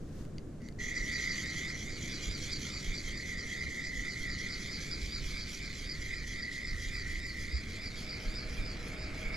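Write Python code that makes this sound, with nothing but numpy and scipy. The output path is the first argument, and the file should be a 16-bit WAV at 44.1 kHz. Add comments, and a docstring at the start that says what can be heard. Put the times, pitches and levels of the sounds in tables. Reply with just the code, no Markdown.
"""Winding a spinning reel

A fishing reel is wound steadily at night by the water, close to a microphone worn on the body.
The line rasps onto the spool: noise from tiny slips, with peaks and dips that sweep at every rotor turn.
A hollow ring, made by resonant shaping of similar slips, comes and goes as the spool slides in and out.
Filtered noise gives the far rumble, the arm's sway, a sleeve and a late low whirr; decaying sines give
small clicks, and short swells of low sine give the soft bumps."""
import sys
import numpy as np
from scipy import signal
from scipy.io import wavfile
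from scipy.ndimage import uniform_filter1d

SR = 44100
rng = np.random.default_rng(int(sys.argv[2]) if len(sys.argv) > 2 else 0)


def digitize_waveform(pressure):
    """Quantize a signal to 16-bit integers and store it at the path in sys.argv[1].

    Rows of a 2-D input are taken as channels; values are limited to [-1, 1].
    """
    field = np.atleast_2d(pressure).T
    bounded = np.clip(field, -1, 1)
    quanta = np.round(bounded * 32767).astype(np.int16)
    wavfile.write(sys.argv[1], SR, quanta)


N = 412776
TIME = np.arange(N) / SR
# the slow changes of the reel are counted from this moment
MIDWAY_S = 5


def gain_of(db):
    """Turns decibels into an amplitude factor."""
    return 10 ** (np.asarray(db) / 20)


def evened(x):
    """Scales to an rms (average strength) of 1."""
    return x / np.sqrt(np.mean(x ** 2) + 1e-20)


def read(points, hz):
    """Reads a curve over frequency, joined on a log-frequency axis, as a column."""
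    f, value = np.transpose(points)
    return np.interp(np.log(hz + 1), np.log(f + 1), value)[:, None]


def follow(rows, t):
    """Reads the columns of a curve over time at the times t."""
    s, *columns = np.transpose(rows)
    return [np.interp(t, s, c) for c in columns]


def bells(rows, hz):
    """Adds up rounded peaks and dips in dB over frequency, as a column."""
    return sum(db * np.exp(-((hz - f) / width) ** 2) for f, width, db in rows)[:, None]


def spectra(x, size):
    """Cuts a sound into short overlapping spectra: frequencies in Hz, times in s, values."""
    return signal.stft(x, SR, nperseg=size, noverlap=size * 3 // 4)


def sound(z):
    """Joins short spectra back into a sound of rms 1."""
    size = 2 * (z.shape[-2] - 1)
    _, x = signal.istft(z, nperseg=size, noverlap=size * 3 // 4)
    return evened(x[..., :N])


def wander(count, size):
    """A slow random curve of rms 1, averaged twice over size steps."""
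    once = uniform_filter1d(rng.standard_normal(count), size)
    return evened(uniform_filter1d(once, size))


def ports(z, hz, same, pan, lead=0):
    """Mixes two unrelated spectra into a partly alike left and right pair, as at two microphone ports."""
    likeness = np.clip(read(same, hz), 0, 1)
    # half of the level and phase difference goes to each side
    tilt = gain_of(read(pan, hz) / 2) * np.exp(.5j * lead)
    left = z[0] * tilt
    right = (np.sqrt(likeness) * z[0] + np.sqrt(1 - likeness) * z[1]) / tilt
    return np.array([left, right])


def reel_pair(z, hz):
    """Places the reel between left and right, differently at each frequency."""
    # how alike the two sides are: (frequency [Hz], likeness [0-1])
    reel_same = [(900, 0.42), (1400, 1), (2000, 1), (2400, 0.82), (2650, 0.22), (3100, 0.82), (5000, 0.94),
                 (5400, 0.13), (5800, 0.62), (7200, 1), (8200, 0.26), (10000, 0.23), (11000, 0.27),
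                 (14000, .15)]
    # level difference: (frequency [Hz], left minus right [dB])
    reel_pan = [(900, -1.5), (2000, -1.5), (2600, -6), (3300, -2.5), (4500, -1), (5200, 0), (5500, -1.5),
                (6500, -5), (7500, 2.5), (9000, -4), (11500, 2.5), (14000, -1)]
    # phase difference: (frequency [Hz], lead of the left side [rad])
    reel_lead = [(900, -.6), (1400, -.5), (2000, -1.03), (2450, -1.4), (2750, -.1), (3300, -.4),
                 (4500, -.55), (5200, -.8), (5500, 0), (7000, -.2), (10500, -.5), (11500, .6), (14000, .3)]
    return ports(z, hz, reel_same, reel_pan, read(reel_lead, hz))


def slips(per_s, spread_db, smooth):
    """Friction: tiny slips of uneven size at random moments, over a smooth hiss."""
    size = gain_of(spread_db * np.minimum(rng.exponential(1, (2, N)), 4))
    size = size * rng.choice([-1, 1], (2, N))
    happens = rng.random((2, N)) < per_s / SR
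    return evened(size * happens) + smooth * rng.standard_normal((2, N))


def winding(t, usual_turns_per_s=4):
    """The rotor's motion: turns done, and the speed in doublings above the usual one."""
    # progress of the winding: (time [s], turns done [turns])
    rotor = [(0.76, 0), (0.978, 1), (1.485, 4), (2.152, 7), (2.538, 9), (3.624, 14), (4.112, 16),
             (5.153, 21), (6.689, 27), (7.864, 31), (8.391, 33), (8.693, 34), (9.38, 36)]
    s, turns = np.transpose(rotor)
    speed = np.interp(t, (s[1:] + s[:-1]) / 2, np.diff(turns) / np.diff(s))
    return np.interp(t, s, turns), np.log2(speed / usual_turns_per_s)


def tension(stir_db, extra_db):
    """Gain of the line's friction: a brief stir, a pause, then it catches and any extra level dies away."""
    stir_s, stir_length_s = 0.657, 0.041
    catch_s, catch_rise_s, settle_s = .785, .017, .08
    stir = gain_of(stir_db) * np.exp(-((TIME - stir_s) / stir_length_s) ** 2)
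    age = np.maximum(TIME - catch_s, 0)
    caught = np.minimum(age / catch_rise_s, 1) * gain_of(extra_db * np.exp(-age / settle_s))
    return stir + caught


def line_rasp(rasp_db=-45.5, flutter_db=0.68, patchy_db=3.0, crackle_db=1.8):
    """The line slips over roller and spool lip; the circling bail sweeps peaks and dips through its sound."""
    # basic colour of the rasp: (frequency [Hz], level [dB per Hz])
    rasp = [(300, -25), (900, -6), (1200, 2.5), (1700, 5.5), (2300, 9), (2750, 5.5), (3300, 8.3),
            (4300, 11.8), (4900, 16.2), (5800, 7.8), (7200, 10.4), (8100, -3.8), (12400, -14.3),
            (14200, -22.5)]
    # peaks and dips that stay put: (frequency [Hz], width [Hz], height [dB])
    body = [(1345, 60, 6), (1455, 45, -5), (1535, 40, 3), (2330, 170, 8), (2680, 130, -5),
            (5390, 230, -8.5), (9200, 400, -4), (9900, 250, 2), (11048, 195, -8), (12948, 177, -9)]
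    # peaks and dips that pass in every turn: (place [turns, 0-1], length [turns], frequency [Hz],
    # glide [Hz per turn], width [Hz], height [dB])
    sweeps = [(0, .2, 1450, 0, 400, 3), (.93, .2, 2200, 0, 320, 4), (.95, .18, 2880, -290, 270, -8),
              (.49, .19, 3280, -150, 175, 10.5), (.81, .14, 3630, 800, 230, 8.5),
              (.04, .15, 3610, -470, 200, -8), (.78, .12, 4200, 660, 250, -7),
              (.58, .14, 4345, 0, 140, 4.5), (.46, .13, 4523, 50, 120, -4.8),
              (.99, .2, 4760, -2700, 560, 8), (.24, .11, 4925, -2200, 280, -8),
              (.45, .18, 5650, 460, 220, 8), (.97, .14, 5820, -190, 150, 8),
              (.47, .19, 6135, -150, 170, 7.3), (.86, .22, 6180, 4500, 650, -6.5),
              (.2, .3, 6460, 190, 170, -5.2), (.21, .12, 7180, -3500, 410, -9),
              (.78, .06, 7140, -1230, 500, -8), (.53, .1, 7490, -90, 280, -9), (.62, .2, 8700, 0, 250, 4),
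              (.37, .15, 9900, -2500, 380, 4.5), (.52, .26, 11500, 0, 2500, 7)]
    # effect of winding faster: (frequency [Hz], change [dB per doubling of speed])
    speed_gain = [(1400, 11), (3400, 6), (4700, 22.5), (6400, -1.5), (10000, 4)]
    # slow change of colour: (frequency [Hz], change [dB per s])
    drift = [(1400, .5), (2300, 1), (3300, -0.38), (4000, 0.42), (4750, 1.73), (5300, 1.9), (5800, -1.3),
             (6400, -1.75), (7300, -1.14), (8000, -0.46), (10000, 0), (12500, -0.2)]
    # slow level changes besides those from the speed: (time [s], level [dB])
    rasp_level = [(0.97, -1.0), (1.32, 1.7), (1.93, -1.6), (2.14, 1.1), (2.75, 1.2), (2.97, -1.1),
                  (5.16, -0.2), (5.41, 1.3), (6.43, -0.8), (6.98, 1.4), (7.86, -0.6), (9.04, -0.2)]

    hz, t, z = spectra(slips(per_s=2200, spread_db=1.5, smooth=0.44), size=512)
    turn, speed = winding(t)
    colour = read(rasp, hz) + bells(body, hz)
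    for place, length, f, glide, width, db in sweeps:
        # turns since the nearest passing, from -0.5 to 0.5
        past = (turn - place + .5) % 1 - .5
        off_centre = (hz[:, None] - f - glide * past) / width
        colour = colour + db * np.exp(-(past / length) ** 2 - off_centre ** 2)
    colour += read(speed_gain, hz) * speed
    colour += read(drift, hz) * (t - MIDWAY_S)
    colour += follow(rasp_level, t)[0]
    # line tension is never quite even
    colour += flutter_db * evened(uniform_filter1d(rng.standard_normal(len(t)), size=7))
    # single snags show most in the treble: (frequency [Hz], share)
    treble = read([(7400, 0.12), (8400, 0.68)], hz)
    snags = uniform_filter1d(rng.exponential(1, len(t)) - 1, size=3)
    colour += crackle_db * treble * evened(snags)
    # random patches, narrow in frequency and longer in time
    patches = uniform_filter1d(rng.standard_normal(colour.shape), size=2, axis=0)
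    patches = uniform_filter1d(patches, size=20, axis=1)
    colour += patchy_db * evened(patches)
    friction = sound(reel_pair(z, hz) * gain_of(colour))
    return gain_of(rasp_db) * tension(stir_db=-18, extra_db=0) * friction


def spool_ring(waver_db=0.94, waver_hz=15, throb_db=1.1, throb_place=0.7, throb_hz=15):
    """Similar slips ring the hollow spool: full at one end of its stroke, thin and wide at the other."""
    # times of the full ring: (middle [s], length [s], level [dB], pitch [Hz])
    strokes = [(1.155, 1.3, -42, 2017), (3.85, 1.48, -41.5, 2015), (6.787, 1.71, -42.5, 1996),
               (9.95, 1.57, -40.5, 2220)]
    full_width_hz, stroke_edge_s = 170, 0.22
    thin_db, thin_hz, thin_width_hz, thin_rise_hz_per_s = -51.5, 2146, 292, 4.8
    speed_db = 7.5  # per doubling of speed

    hz, t, z = spectra(slips(per_s=1500, spread_db=3.0, smooth=0.49), size=1024)
    turn, speed = winding(t)
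    level_db, width = thin_db, thin_width_hz
    pitch = thin_hz + thin_rise_hz_per_s * (t - MIDWAY_S)
    for middle, length, full_db, full_hz in strokes:
        # 0 is thin, 1 is full
        full = .5 + .5 * np.tanh((length / 2 - abs(t - middle)) / stroke_edge_s)
        level_db = level_db + full * (full_db - level_db)
        pitch = pitch + full * (full_hz - pitch)
        width = width + full * (full_width_hz - width)
    # it throbs a little with each turn of the rotor, and wavers by chance
    throb = np.cos(2 * np.pi * (turn - throb_place))
    pitch += throb_hz * throb + waver_hz * wander(len(t), size=12)
    level_db += speed_db * speed + throb_db * throb + waver_db * wander(len(t), size=12)
    off_pitch = (hz[:, None] - pitch) / width
    # a wide ring is spread thinner
    shape = (1 + off_pitch ** 2 / 2) ** -3. / np.sqrt(abs(width))
    level = gain_of(np.interp(TIME, t, level_db))
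    return level * tension(stir_db=-15, extra_db=3.0) * sound(reel_pair(z, hz) * shape)


def clicks(click_db=0, favour_db=7):
    """Play in the handle and gears knocks the reel's modes; each knock favours those near one pitch."""
    # knocks as the hand takes the handle: (time [s], peak level [dB], favoured pitch [Hz])
    knocks = [(0.252, -44.5, 2800), (.383, -35, 4730), (.394, -53, 4500), (.619, -46.5, 2800),
              (0.687, -37, 2100), (.725, -51, 4600)]
    # ways the reel can ring: (pitch [Hz], level before favouring [dB], time to fall by 60 dB [s])
    modes = [(2070, -3.5, 0.022), (2900, -3, 0.0077), (3700, -4, 0.0069), (4350, -11, .014),
             (4630, 1, 0.0097), (6540, -1.5, .008), (9200, -14, 0.0082)]
    t, out = np.arange(2000) / SR, np.zeros(N)
    for s, db, pitch in knocks:
        ring = 0
        for hz, level, t60 in modes:
            near = np.exp(-((hz - pitch) / 600) ** 2)
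            fade = gain_of(level + favour_db * near - 60 * t / t60)
            ring = ring + fade * np.sin(2 * np.pi * (hz * t + rng.random()))
        out[round(s * SR):][:len(t)] += gain_of(db + click_db) * ring / abs(ring).max()
    return out


def bumps(bump_db=-1, rise_s=0.023, lead_s=0.0016):
    """Each soft bump of the arm rocks the microphone for a few low cycles, the left a little ahead."""
    # the bumps: (time [s], level before bump_db and the side gains [dB], pitch [Hz])
    rocks = [(0.985, -32.5, 38), (2.264, -29, 45), (2.87, -26, 26.9), (3.642, -36.5, 72),
             (3.973, -33, 35.0), (6.706, -29.5, 27.5), (6.854, -28.5, 31), (7.525, -24.5, 62),
             (8.256, -25, 30), (8.578, -24, 28.6), (9.241, -30, 28)]
    out = np.zeros((2, N))
    for s, db, hz in rocks:
        age = np.maximum(TIME - s + lead_s * np.array([[.5], [-.5]]), 0)
        # a swell that is fullest after rise_s
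        swell = (age / rise_s) ** 2 * np.exp(2 - 2 * age / rise_s)
        out += gain_of(db + bump_db) * swell * np.sin(2 * np.pi * hz * age)
    # the right side is 2 dB louder
    return out * gain_of([[-1], [1]])


def wash(spectrum, level, trim_db, peaks=()):
    """Broad noise, coloured by a spectrum, that follows a level curve."""
    # how alike the two sides are: (frequency [Hz], likeness [0-1])
    air_same = [(30, 0.96), (70, 1), (130, 0.94), (260, 0.93), (500, 0.5), (1000, 0.45), (4000, 0.13),
                (12000, 0.11)]
    # level difference: (frequency [Hz], left minus right [dB])
    air_pan = [(25, -3.3), (60, -1.1), (125, .8), (250, 1.8), (500, 2.2), (2000, 0)]
    hz, t, z = spectra(rng.standard_normal((2, N)), size=4096)
    colour = read(spectrum, hz)
    if len(peaks):
        colour = colour + bells(peaks, hz)
    noise = sound(ports(z, hz, air_same, air_pan) * gain_of(colour))
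    return gain_of(trim_db + follow(level, TIME)[0]) * noise


def sway(sway_db=-3.0, lump_db=4, lump_s=.12):
    """Deep rumble of the microphone moving with the arm: low noise in uneven lumps."""
    # colour of the rumble: (frequency [Hz], level [dB per Hz])
    sway_colour = [(8, -15.5), (25, 0), (65, -8.5), (130, -17), (400, -83), (2000, -100)]
    # strength of the sway before sway_db and the lumps: (time [s], level [dB])
    sway_level = [(0.0, -50), (2.64, -51.5), (2.88, -40.4), (3.6, -49.5), (5.28, -37.5), (5.52, -44.5),
                  (7.44, -38), (8.16, -48), (8.4, -39.5), (9.36, -44.4)]
    s = np.arange(0, N / SR + lump_s, lump_s)
    # dips may go deeper than rises
    lumps = np.interp(TIME, s, np.clip(rng.standard_normal(len(s)), -2, 1))
    return gain_of(lump_db * lumps) * wash(sway_colour, sway_level, sway_db)


def low_whirr():
    """A low whirr that comes up late: noise with a few humming peaks."""
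    # colour: (frequency [Hz], level [dB per Hz])
    whirr = [(150, -29), (300, -3), (480, -5), (750, -5), (950, -11), (1350, -4), (1900, -2), (2800, -7.5),
             (5000, -57), (9000, -70)]
    # peaks and a dip: (frequency [Hz], width [Hz], height [dB])
    whirr_peaks = [(476, 23, 12.5), (626, 24, 12.5), (1295, 54, 4), (1550, 19, -4)]
    # level before the trim: (time [s], level [dB])
    whirr_level = [(0, -100), (7.3, -85), (7.8, -60.5), (8.2, -55.5), (8.8, -53.5), (9.36, -51.5)]
    return wash(whirr, whirr_level, trim_db=2.5, peaks=whirr_peaks)


def sleeve_brush():
    """A short brush of the sleeve at the start: a swell of noise that soon fades."""
    # colour: (frequency [Hz], level [dB per Hz])
    sleeve = [(300, -7), (1000, 4), (3000, -3), (6500, -1), (9000, -11), (14000, -14)]
    # level before the trim: (time [s], level [dB])
    sleeve_level = [(0, -72), (.12, -63.5), (.21, -58), (.26, -64), (.3, -79), (.5, -100)]
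    return wash(sleeve, sleeve_level, trim_db=-2)


def night_air():
    """Far rumble and air: noise, strongest in the bass, that slowly changes in level."""
    # colour: (frequency [Hz], level [dB per Hz])
    air = [(15, -2), (30, -9), (60, -7), (120, -8), (200, -10), (310, -13.5), (450, -20), (650, -28),
           (900, -38.5), (1500, -37.5), (3000, -48.5), (7000, -47.5), (10000, -55), (14500, -65)]
    # level before the trim: (time [s], level [dB])
    air_level = [(0.0, -47.5), (1.68, -48), (1.92, -46.5), (3.84, -49.5), (4.8, -48.5), (5.52, -50),
                 (6.72, -51.5), (9.36, -47.5)]
    return wash(air, air_level, trim_db=4.5)


def scene():
    """The reel in front, the moving arm and the night air around it."""
    # the rasp and ring drift very slowly to the left, by 0.02 dB per s
    drift = gain_of(-0.02 * (TIME - MIDWAY_S) * np.array([[-.5], [.5]]))
    reel = drift * (line_rasp() + spool_ring()) + clicks()
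    arm = bumps() + sway() + sleeve_brush()
    return reel + arm + low_whirr() + night_air()


def record(dry):
    """The microphone's upper limit: a steep filter takes away what lies above 14500 Hz."""
    low_pass = signal.firwin(401, 14500, window=("kaiser", 9), fs=SR)
    return signal.oaconvolve(dry, low_pass[None], "same")


dry = scene()
out = record(dry)
digitize_waveform(out)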